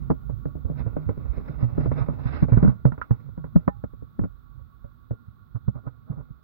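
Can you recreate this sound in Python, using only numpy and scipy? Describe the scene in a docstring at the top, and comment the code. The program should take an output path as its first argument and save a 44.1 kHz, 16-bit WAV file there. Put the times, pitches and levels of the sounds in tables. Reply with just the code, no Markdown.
"""Handling noise of a hand-held recorder with muffled ports, held beside a caged animal's feeding basin.
Bumps and finger rubs come thick at first, are strongest around the middle, then thin out, with more rubs late.
A bump is a gliding low thud, almost opposite in the two capsules, plus a short rattle of ringing shell modes.
A rub is gritty noise driven through those modes; a few bumps leave one or more notes of the shell ringing.
Hand tremor, a whine of noise bands mostly on the right and circuit hiss lie beneath; whine and hiss fade slowly."""
import sys
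import numpy as np
from scipy import signal
from scipy.fft import rfft, irfft, next_fast_len
from scipy.io import wavfile
from scipy.ndimage import uniform_filter1d

SR = 44100
rng = np.random.default_rng(int(sys.argv[2]) if len(sys.argv) > 2 else 0)


def dump(signal):
    """Clip the signal to [-1, 1] and save it as 16-bit WAV at the path in sys.argv[1]."""
    limited = np.clip(np.atleast_2d(signal).T, -1, 1)
    pcm = np.round(limited * 32767).astype(np.int16)
    wavfile.write(sys.argv[1], SR, pcm)


N = 283563
T = np.arange(N) / SR

# The grip over time. Each row: time in seconds, tremor level in dB, rub level in dB.
GRIP = [(0.038, -30, -57), (0.15, -31, -82), (0.54, -32.5, -76.5), (0.82, -29.5, -55), (1.199, -32, -53.5),
        (1.691, -26.5, -49.5), (1.849, -18, -51), (1.98, -27.5, -48), (2.359, -30, -46.5),
        (2.47, -25.5, -61), (2.569, -19.5, -55.5), (2.78, -35, -65.5), (2.95, -42.5, -63), (3.2, -42, -59),
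        (3.44, -40.5, -83.5), (3.599, -41.5, -60), (3.97, -42, -91), (4.92, -45.5, -93), (5.7, -43, -82),
        (6.18, -45, -69), (6.43, -46, -75.5)]
# Ringing modes of the thick shell. Each row: pitch in Hz, 60 dB decay in seconds, relative left and right in dB.
SHELL_MODES = [(260, 0.035, 8, 7), (283, 0.023, 1.5, -2), (464.4, 0.022, -1.5, 2),
               (558.2, 0.037, -28.5, 0.5), (695, 0.02, -18, 0), (802, 0.024, -0.5, 2.5),
               (989, 0.02, -5.5, -1), (1094, 0.023, -22.5, -5), (1283, 0.023, -11.5, 0),
               (1408, 0.022, -26.5, -1.5)]
# Ringing modes of the thin parts. Each row: pitch in Hz, 60 dB decay in seconds, relative left and right in dB.
THIN_MODES = [(1516, 0.013, -11, 9.5), (1852, 0.0068, -20.5, 14), (1823, 0.011, 2.5, 4),
              (2176, 0.0067, -0.5, 11.5), (2300, 0.014, -9, -13.5), (2640, 0.013, -29.5, 4.5),
              (2740, 0.042, -17.5, -9), (3595, 0.026, -29, -2), (4010, 0.0083, -43, -2),
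              (4700, .012, -23, -18), (5193, 0.0077, -35, -6.5), (5600, 0.0094, -40.5, -24)]


def undb(db):
    """Decibels to an amplitude factor."""
    return 10 ** (np.asarray(db) / 20)


def unit(x):
    """Scale to an RMS of 1."""
    return x / np.sqrt(np.mean(x ** 2))


def decay(t, t60, power=1):
    """Fade that has lost 60 dB at t60; a power above 1 holds longer and then drops faster."""
    return np.exp(-np.log(1000) * (t / t60) ** power)


def ring(x, hz, t60):
    """One decaying mode, scaled so that unit white noise comes out at unit level."""
    radius = np.exp(-np.log(1000) / (t60 * SR))
    w = 2 * np.pi * hz / SR
    gain = 2 * np.sin(w) * np.sqrt(1 - radius)
    return signal.lfilter([gain], [1, -2 * radius * np.cos(w), radius * radius], x)


def band(hz, width):
    """Unit noise through the same resonance twice."""
    b, a = signal.iirpeak(hz, hz / width, SR)
    once = signal.lfilter(b, a, rng.standard_normal(N))
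    return unit(signal.lfilter(b, a, once))


def colour(x, points):
    """Shape a spectrum by (Hz, dB) points without delay."""
    hz, db = np.transpose(points)
    size = next_fast_len(N)
    f = np.maximum(np.arange(size // 2 + 1) * SR / size, 1)
    gain = undb(np.interp(np.log(f), np.log(hz), db))
    return irfft(rfft(x, size) * gain, size)[..., :N]


def walk(rate):
    """Random levels held 1 / rate seconds and slewed twice, scaled to an RMS of 1."""
    k = int(SR / rate)
    steps = np.repeat(rng.standard_normal(N // k + 1), k)
    return unit(uniform_filter1d(uniform_filter1d(steps, k), k)[:N])


def thud_of(t, touch, db, hz, t60, pan_db, sway_db, draw):
    """One blow sets off a sagging thud, a bending mode and the body's rocking, lagging at the left capsule."""
    glide, glide_s = 0.28, 0.0062  # the pitch starts 28 % sharp and sags as the contact lets go
    sway_hz, sway_t60_s = 62, .15  # the whole body rocking in the hand
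    bend_hz, bend_t60_s = 199, 0.071
    bend_db = np.array([[-7], [-20.5]])  # left, right, relative to the thud
    lag = np.array([[2.495 + 0.62 * draw[0]], [0]])  # radians; the far capsule swings late
    swell = touch * decay(t, max(t60, .03), power=1.26)
    phase = 2 * np.pi * hz * (t + glide * glide_s * (1 - np.exp(-t / glide_s)))
    thud = undb(db) * swell / swell.max() * np.sin(phase - lag)
    bend_phase = 2 * np.pi * bend_hz * (1 + 0.18 * draw[1]) * t
    bend = touch * decay(t, bend_t60_s) * np.sin(bend_phase - 1.735 * lag)
    sway_phase = 2 * np.pi * sway_hz * (1 + 0.069 * draw[2]) * t
    sway = touch * decay(t, sway_t60_s) * np.sin(sway_phase - lag)
    return undb([[pan_db], [0]]) * (undb(sway_db) * sway - thud) + undb(db + bend_db) * bend


def bumps():
    """Taps and presses: thuds (left, right), then chatter and clean knocks that drive each shell and thin mode."""
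    # Taps and presses on the casing. Each row: start in seconds, thud level in dB at the right before the
    # added modes, settled thud pitch in Hz, low and high rattle in dB relative to the thud,
    # thud 60 dB decay in seconds (used from 0.03 up), contact in milliseconds (used from 0.3 up as rise).
    blows = [(0.1, -9, 142.8, 0, -11, 0.082, 3.2), (0.294, -23.5, 130.7, -4, -15, 0.13, 1.8),
             (0.455, -18.5, 140.1, -4.5, -19.5, 0.15, 0.89), (0.553, -29, 143.7, -1, -28.5, 0.14, 1.9),
             (0.643, -18, 84.5, -9, -43.5, 0.17, 7.1), (0.697, -21.5, 145.7, -6, -25.5, 0.18, 2.1),
             (0.8, -22.5, 131.2, -15.5, -18, 0.063, 3), (0.862, -21, 112.4, -9, -17, 0.15, 1.3),
             (0.965, -25.5, 151, 2, -4, 0.52, 2.1), (1.058, -16.5, 84.8, -2.5, -18, 0.059, 25),
             (1.089, -15, 96.6, -6.5, -14, 0.12, 2.2), (1.174, -23.5, 124.6, -11.5, -22, 0.19, 2.6),
             (1.246, -18.5, 84, -11.5, -11.5, 0.031, 14), (1.373, -22.5, 118.4, -4, -30.5, 0.086, 4.6),
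             (1.492, -20, 131.3, 1, -35, 0.048, 9), (1.624, -9.5, 117.3, -32.5, -45, 0.19, 4.6),
             (1.778, -15.5, 145.4, -2, -21, 0.3, 0.91), (1.856, -15.5, 126.4, -7, -20.5, 0.16, 2.2),
             (1.915, -18, 96.4, -3.5, -3.5, 0.055, 1.4), (2.003, -13.5, 117.2, -19, -3, 0.085, 13),
             (2.084, -14.5, 142.7, -6.5, -16, 0.16, 2), (2.252, -11.5, 121.4, -26.5, -8.5, 0.075, 7.6),
             (2.425, -2.5, 131.2, -15.5, -25.5, 0.064, 1.2), (2.482, -21.5, 125.3, -1.5, -18.5, 0.094, 1.6),
             (2.518, -2.5, 114.9, -13.5, -17.5, 0.16, 5.5), (2.572, -1.5, 138.6, -25, -20.5, 0.014, 1.5),
             (2.627, -3.5, 143.6, -13, -23, 0.086, 1.2), (2.647, -6.5, 190, -13, -22, 0.17, 1.2),
             (2.675, -4.5, 125.4, -21.5, -18, 0.11, 2.5), (2.851, -1.5, 126.7, -10, -18.5, 0.12, 2.6),
             (2.919, -21, 145.7, -13, -4, 0.094, 2.4), (2.978, -33.5, 104, -2, -2.5, 0.11, 0.99),
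             (3.013, -39, 86.2, -41, 27.5, 0.073, 3.2), (3.107, -4.5, 114.6, -18, -18, 0.081, 2.9),
             (3.287, -33.5, 132, -11.5, -21, 0.045, 1.8), (3.375, -25.5, 158, -9.5, -15, 0.14, 2.8),
             (3.44, -25.5, 148.7, -7.5, -8, 0.1, 2.2), (3.557, -1.5, 162.6, -16, -24, 0.071, 2.2),
             (3.677, -9, 142.6, -3.5, -3, 0.023, 2), (3.838, -19, 111.4, -6.5, -13.5, 0.043, 1.6),
             (3.933, -35, 136, -7, -15.5, 0.035, 2.3), (4.022, -31, 111.8, -3.5, -38, 0.061, 1.6),
             (4.191, -13.5, 175.3, -11.5, -17.5, 0.064, 1.3), (4.208, -16, 100.4, -10.5, -27, 0.15, 7.8),
             (4.236, -20, 174, -8.5, -13, 0.096, 1.6), (4.587, -47, 105.5, 8, 5, 0.072, 8.5),
             (4.84, -33.5, 111, -10.5, -14, 0.096, 4), (5.107, -16.5, 112.4, -7.5, -21.5, 0.091, 3),
             (5.278, -35, 105.3, -32, -14, 0.029, 5.6), (5.544, -16.5, 111.4, -8, -6.5, 0.063, 17),
             (5.677, -8, 112.8, -10, -17.5, 0.052, 6.4), (5.749, -23.5, 124, -11.5, -14.5, 0.1, 8.8),
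             (5.863, -20.5, 123.3, -10, -8, 0.081, 7.4), (6.096, -17, 130, -4, -17.5, 0.047, 11),
             (6.122, -30.5, 125.8, -4.5, -9, 0.19, 5.9), (6.168, -26, 146.2, -14, -20, 0.17, 5.3),
             (6.201, -31.5, 111.3, -23, -16, 0.071, 7.6), (6.302, -27.5, 124.5, -46, -16, 0.033, 13)]
    # Balance as the hold shifts. Each row: time in seconds, left minus right in dB before the left bass tilt.
    thud_pan = [(0, -6.5), (2.87, -6.5), (2.95, -3.5), (5.3, -1.5), (5.5, -8.5), (6.4, -8.5)]
    tail_gain, tail_share, longest_s, tail_power = 0.34, 0.21, 0.096, 1.29  # chatter after each contact
    knock_gain, hard_ms, spread_ms = 12.3, 5.87, 1.2
    thud = np.zeros((2, N + SR))
    rattle = np.zeros((2, len(SHELL_MODES), N + SR))  # chatter, knocks
    tick = np.zeros((2, len(THIN_MODES), N + SR))
    t = np.arange(SR // 4) / SR
    grip_s, grip_tremor_db, _ = np.transpose(GRIP)
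    shell_oct = np.log2(np.array(SHELL_MODES)[:, 0])
    thin_oct = np.log2(np.array(THIN_MODES)[:, 0] / 1900)
    # a fingertip is too soft to strike the highest modes
    thin_knock = undb(2.5 - 2 * np.maximum(thin_oct, 0))
    chance = rng.standard_normal((len(blows), 3 + len(SHELL_MODES) + len(THIN_MODES)))
    for (s, db, hz, low_db, high_db, t60, ms), draw in zip(blows, chance):
        i = int(s * SR)
        rise = max(ms, .3) / 1000
        touch = 1 - np.exp(-(t / rise) ** 2)
        pan_db = np.interp(s, *np.transpose(thud_pan))
        # the rocking grows with the blow and with an unsteady hold
        sway_db = 3 + .4 * db + 0.48 * np.interp(s, grip_s, grip_tremor_db)
        thud[:, i:i + len(t)] += thud_of(t, touch, db, hz, t60, pan_db, sway_db, draw)

        tail_s = tail_share * np.clip(t60, .04, longest_s)
        chatter = tail_gain * touch * np.exp(-(t / tail_s) ** tail_power)
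        # the place and hardness of the blow tilt the force across the modes
        shell_share = undb(db + np.interp(shell_oct, np.log2([480, 1100]), [low_db, high_db]))
        # softer contacts reach the thin parts less, and higher modes get less per octave
        tick_db = high_db - 17.5 - 0.46 * ms
        thin_share = undb(db + tick_db - 16.5 * thin_oct)
        shell_draw, thin_draw = np.split(draw[3:], [len(SHELL_MODES)])
        # only a short contact strikes cleanly
        hardness = knock_gain * np.exp(-(ms / hard_ms) ** 2)
        for force, share, boost, luck in ((rattle, shell_share, 1, shell_draw),
                                          (tick, thin_share, thin_knock, thin_draw)):
            force[0, :, i:i + len(t)] += share[:, None] * chatter
            # the knock reaches each mode at a slightly different moment
            delay = (spread_ms * SR / 1000 * np.abs(luck)).astype(int)
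            reach = i + int(rise * SR / 2) + delay
            force[1, np.arange(len(share)), reach] += share * boost * hardness * np.sign(luck)
    # the pad of the finger spreads each knock on the thin parts over half a millisecond
    tick[1] = uniform_filter1d(uniform_filter1d(tick[1], size=13), size=11)
    return thud[:, :N], rattle[..., :N], tick[..., :N]


def shell(force, knocks, modes, reach):
    """A gritty force and clean knocks ring the modes; the capsules sit on opposite sides of some bends."""
    shared, patchy_db = .65, 1.5  # share of grit power common to both sides; spread of each mode's level
    grit = rng.standard_normal((3, N))
    grit = np.sqrt(shared) * grit[0] + np.sqrt(1 - shared) * grit[1:]
    out = 0
    for k, (hz, t60, left_db, right_db) in enumerate(modes):
        signs = [[-1], [(-1) ** (k // 2)]]
        sides = undb([[left_db], [right_db]]) * signs
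        drive = (grit * force[k] + knocks[k]) * undb(patchy_db * walk(9))
        out = out + sides * ring(drive, hz, t60)
    return colour(out / np.sqrt(len(modes)), reach)


def notes():
    """A few bumps leave one or more notes of the shell ringing: decaying sines, weaker and reversed at the left."""
    # Each row: start in seconds, pitch in Hz, right level in dB before rise and decay, 60 dB decay in seconds.
    lingering = [(0.103, 580, -30.5, 0.11), (0.297, 584, -40, 0.081), (0.456, 577, -41, .1),
                 (0.965, 583.4, -20, 0.071), (1.093, 584, -36, 0.099), (2.856, 568, -22, 0.11),
                 (3.016, 1423, -23, .07), (3.679, 1001, -21, .063), (3.679, 1784, -34.5, 0.087),
                 (3.68, 817, -32.5, 0.21), (4.846, 565, -40.5, .11)]
    rise_s, left_db = 0.0015, -10
    out = np.zeros(N)
    for s, hz, db, t60 in lingering:
        t = np.maximum(T - s, 0)
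        touch = 1 - np.exp(-(t / rise_s) ** 2)
        out += undb(db) * touch * decay(t, t60) * np.sin(2 * np.pi * hz * t)
    return out * np.array([[-undb(left_db)], [1]])


def rubs():
    """Skin slides on the casing: each swells, holds and fades as force on the shell and on its thin parts."""
    # Each row: middle in seconds, length in seconds, rub force in dB, dry scrape force in dB,
    # both forces before the flutter of skin that catches and lets go.
    slides = [(0.686, 0.054, -52.5, -82.5), (0.798, 0.051, -47, -53.5), (1.376, 0.046, -52.5, -62.5),
              (1.495, 0.086, -57, -65), (1.621, 0.053, -44, -60), (1.819, 0.086, -47.5, -59),
              (1.941, 0.031, -60.5, -69), (2.002, .07, -41.5, -54), (2.33, 0.2, -49.5, -52),
              (2.439, 0.033, -44, -56.5), (2.527, 0.078, -51.5, -61), (2.585, 0.048, -39, -58.5),
              (2.664, 0.11, -38.5, -58.5), (5.564, 0.028, -53.5, -90), (5.766, 0.054, -51.5, -84),
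              (5.863, 0.055, -53, -96.5), (6.105, 0.06, -51, -94), (6.186, .055, -52.5, -96)]
    force = np.zeros((2, N))
    for s, length, rub_db, scrape_db in slides:
        swell = np.exp(-(2 * (T - s) / length) ** 4)
        force += undb([[rub_db], [scrape_db]]) * swell
    return force


def tremor(db):
    """The hand's unsteady hold shakes the low modes of the casing, the capsules in opposite senses."""
    # Low modes of the casing. Each row: centre in Hz, width in Hz, relative level in dB before its flicker.
    low_modes = [(49.4, 23, 3), (68.7, 25, 0), (106.5, 33, 1.5), (139.7, 24, -3), (233, 60, -13.5)]
    flicker_db, own_db, left_db = 5.5, -15, -13  # own: noise that the left alone carries
    right = unit(sum(undb(g + flicker_db * walk(9.1)) * band(hz, width) for hz, width, g in low_modes))
    left = undb(own_db) * band(110, 210) - undb(left_db) * right
    return undb(db) * np.array([left, right])


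def whine():
    """Resonant noise bands, independent left and right and stronger on the right, that fade slowly."""
    # Each row: centre in Hz, width in Hz, left and right level in dB before the slow fade.
    bands = [(1110, 94, -86, -73), (1129, 15, -88, -69.5), (1310, 230, -91, -70), (1407, 13, -86, -71),
             (1409, 140, -90.5, -76.5), (3558, 400, -101, -87), (3890, 1200, -102, -86)]
    out = np.zeros((2, N))
    for hz, width, left_db, right_db in bands:
        out += undb([[left_db], [right_db]]) * [band(hz, width), band(hz, width)]
    return out * undb(5 - .5 * T)


def hiss():
    """The capsules' own circuit hiss: separate coloured noise on each side, fading slowly."""
    # Each row: frequency in Hz, noise density in dB per Hz before the slow fade.
    spectrum = [(250, -94), (500, -108), (900, -104), (1700, -115), (2500, -120), (4500, -127),
                (6500, -132), (10500, -132), (13000, -121), (15700, -110)]
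    noise = colour(rng.standard_normal((2, N)), spectrum) * np.sqrt(SR / 2)
    return noise * undb(4.5 - 1.1 * T)


def scene():
    """Sum the low shaking, the rattle of thick and thin parts, the lingering notes, the whine and the hiss."""
    # The left capsule's tilt for thuds and tremor. Each row: frequency in Hz, gain in dB.
    left_bass = [(40, -13.5), (100, -4), (130, -4), (170, 2), (215, 4.5), (300, -5)]
    # Reach of the thick shell's rattle. Each row: frequency in Hz, gain in dB.
    thick_reach = [(150, -15), (240, 2), (1450, -3), (1900, -10), (3000, -35), (4500, -62.5)]
    # The covered ports swallow the treble. Each row: frequency in Hz, gain in dB.
    port_reach = [(1000, 0.5), (2400, -5), (3200, -4), (5300, -4.5), (6200, -32), (9000, -49.5)]
    grip_s, *columns = np.transpose(GRIP)
    tremor_db, rub_db = (np.interp(T, grip_s, c) for c in columns)
    thud, rattle, tick = bumps()
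    bass = thud + tremor(tremor_db)
    bass[0] = colour(bass[0], left_bass)
    stick = undb(2.3 * walk(110))  # skin catches and lets go
    # the grip's own dry scrape lies 14 dB below its rub
    rub, scrape = stick * (rubs() + undb([rub_db, rub_db - 14]))
    thick = shell(stick * rattle[0] + rub, rattle[1], SHELL_MODES, thick_reach)
    thin = shell(stick * tick[0] + scrape, tick[1], THIN_MODES, port_reach)
    return bass + thick + thin + notes() + whine() + hiss()


def record(dry):
    """The loudest thuds are rounded by a soft ceiling and the top is cut by a steep low-pass."""
    ceiling, top_hz = 1.1, 15780
    rounded = ceiling * np.tanh(dry / ceiling)
    low_pass = signal.ellip(10, .2, 80, top_hz, fs=SR, output="sos")  # 0.2 dB ripple, 80 dB stop band
    return signal.sosfilt(low_pass, rounded)


dry = scene()
out = record(dry)
dump(out)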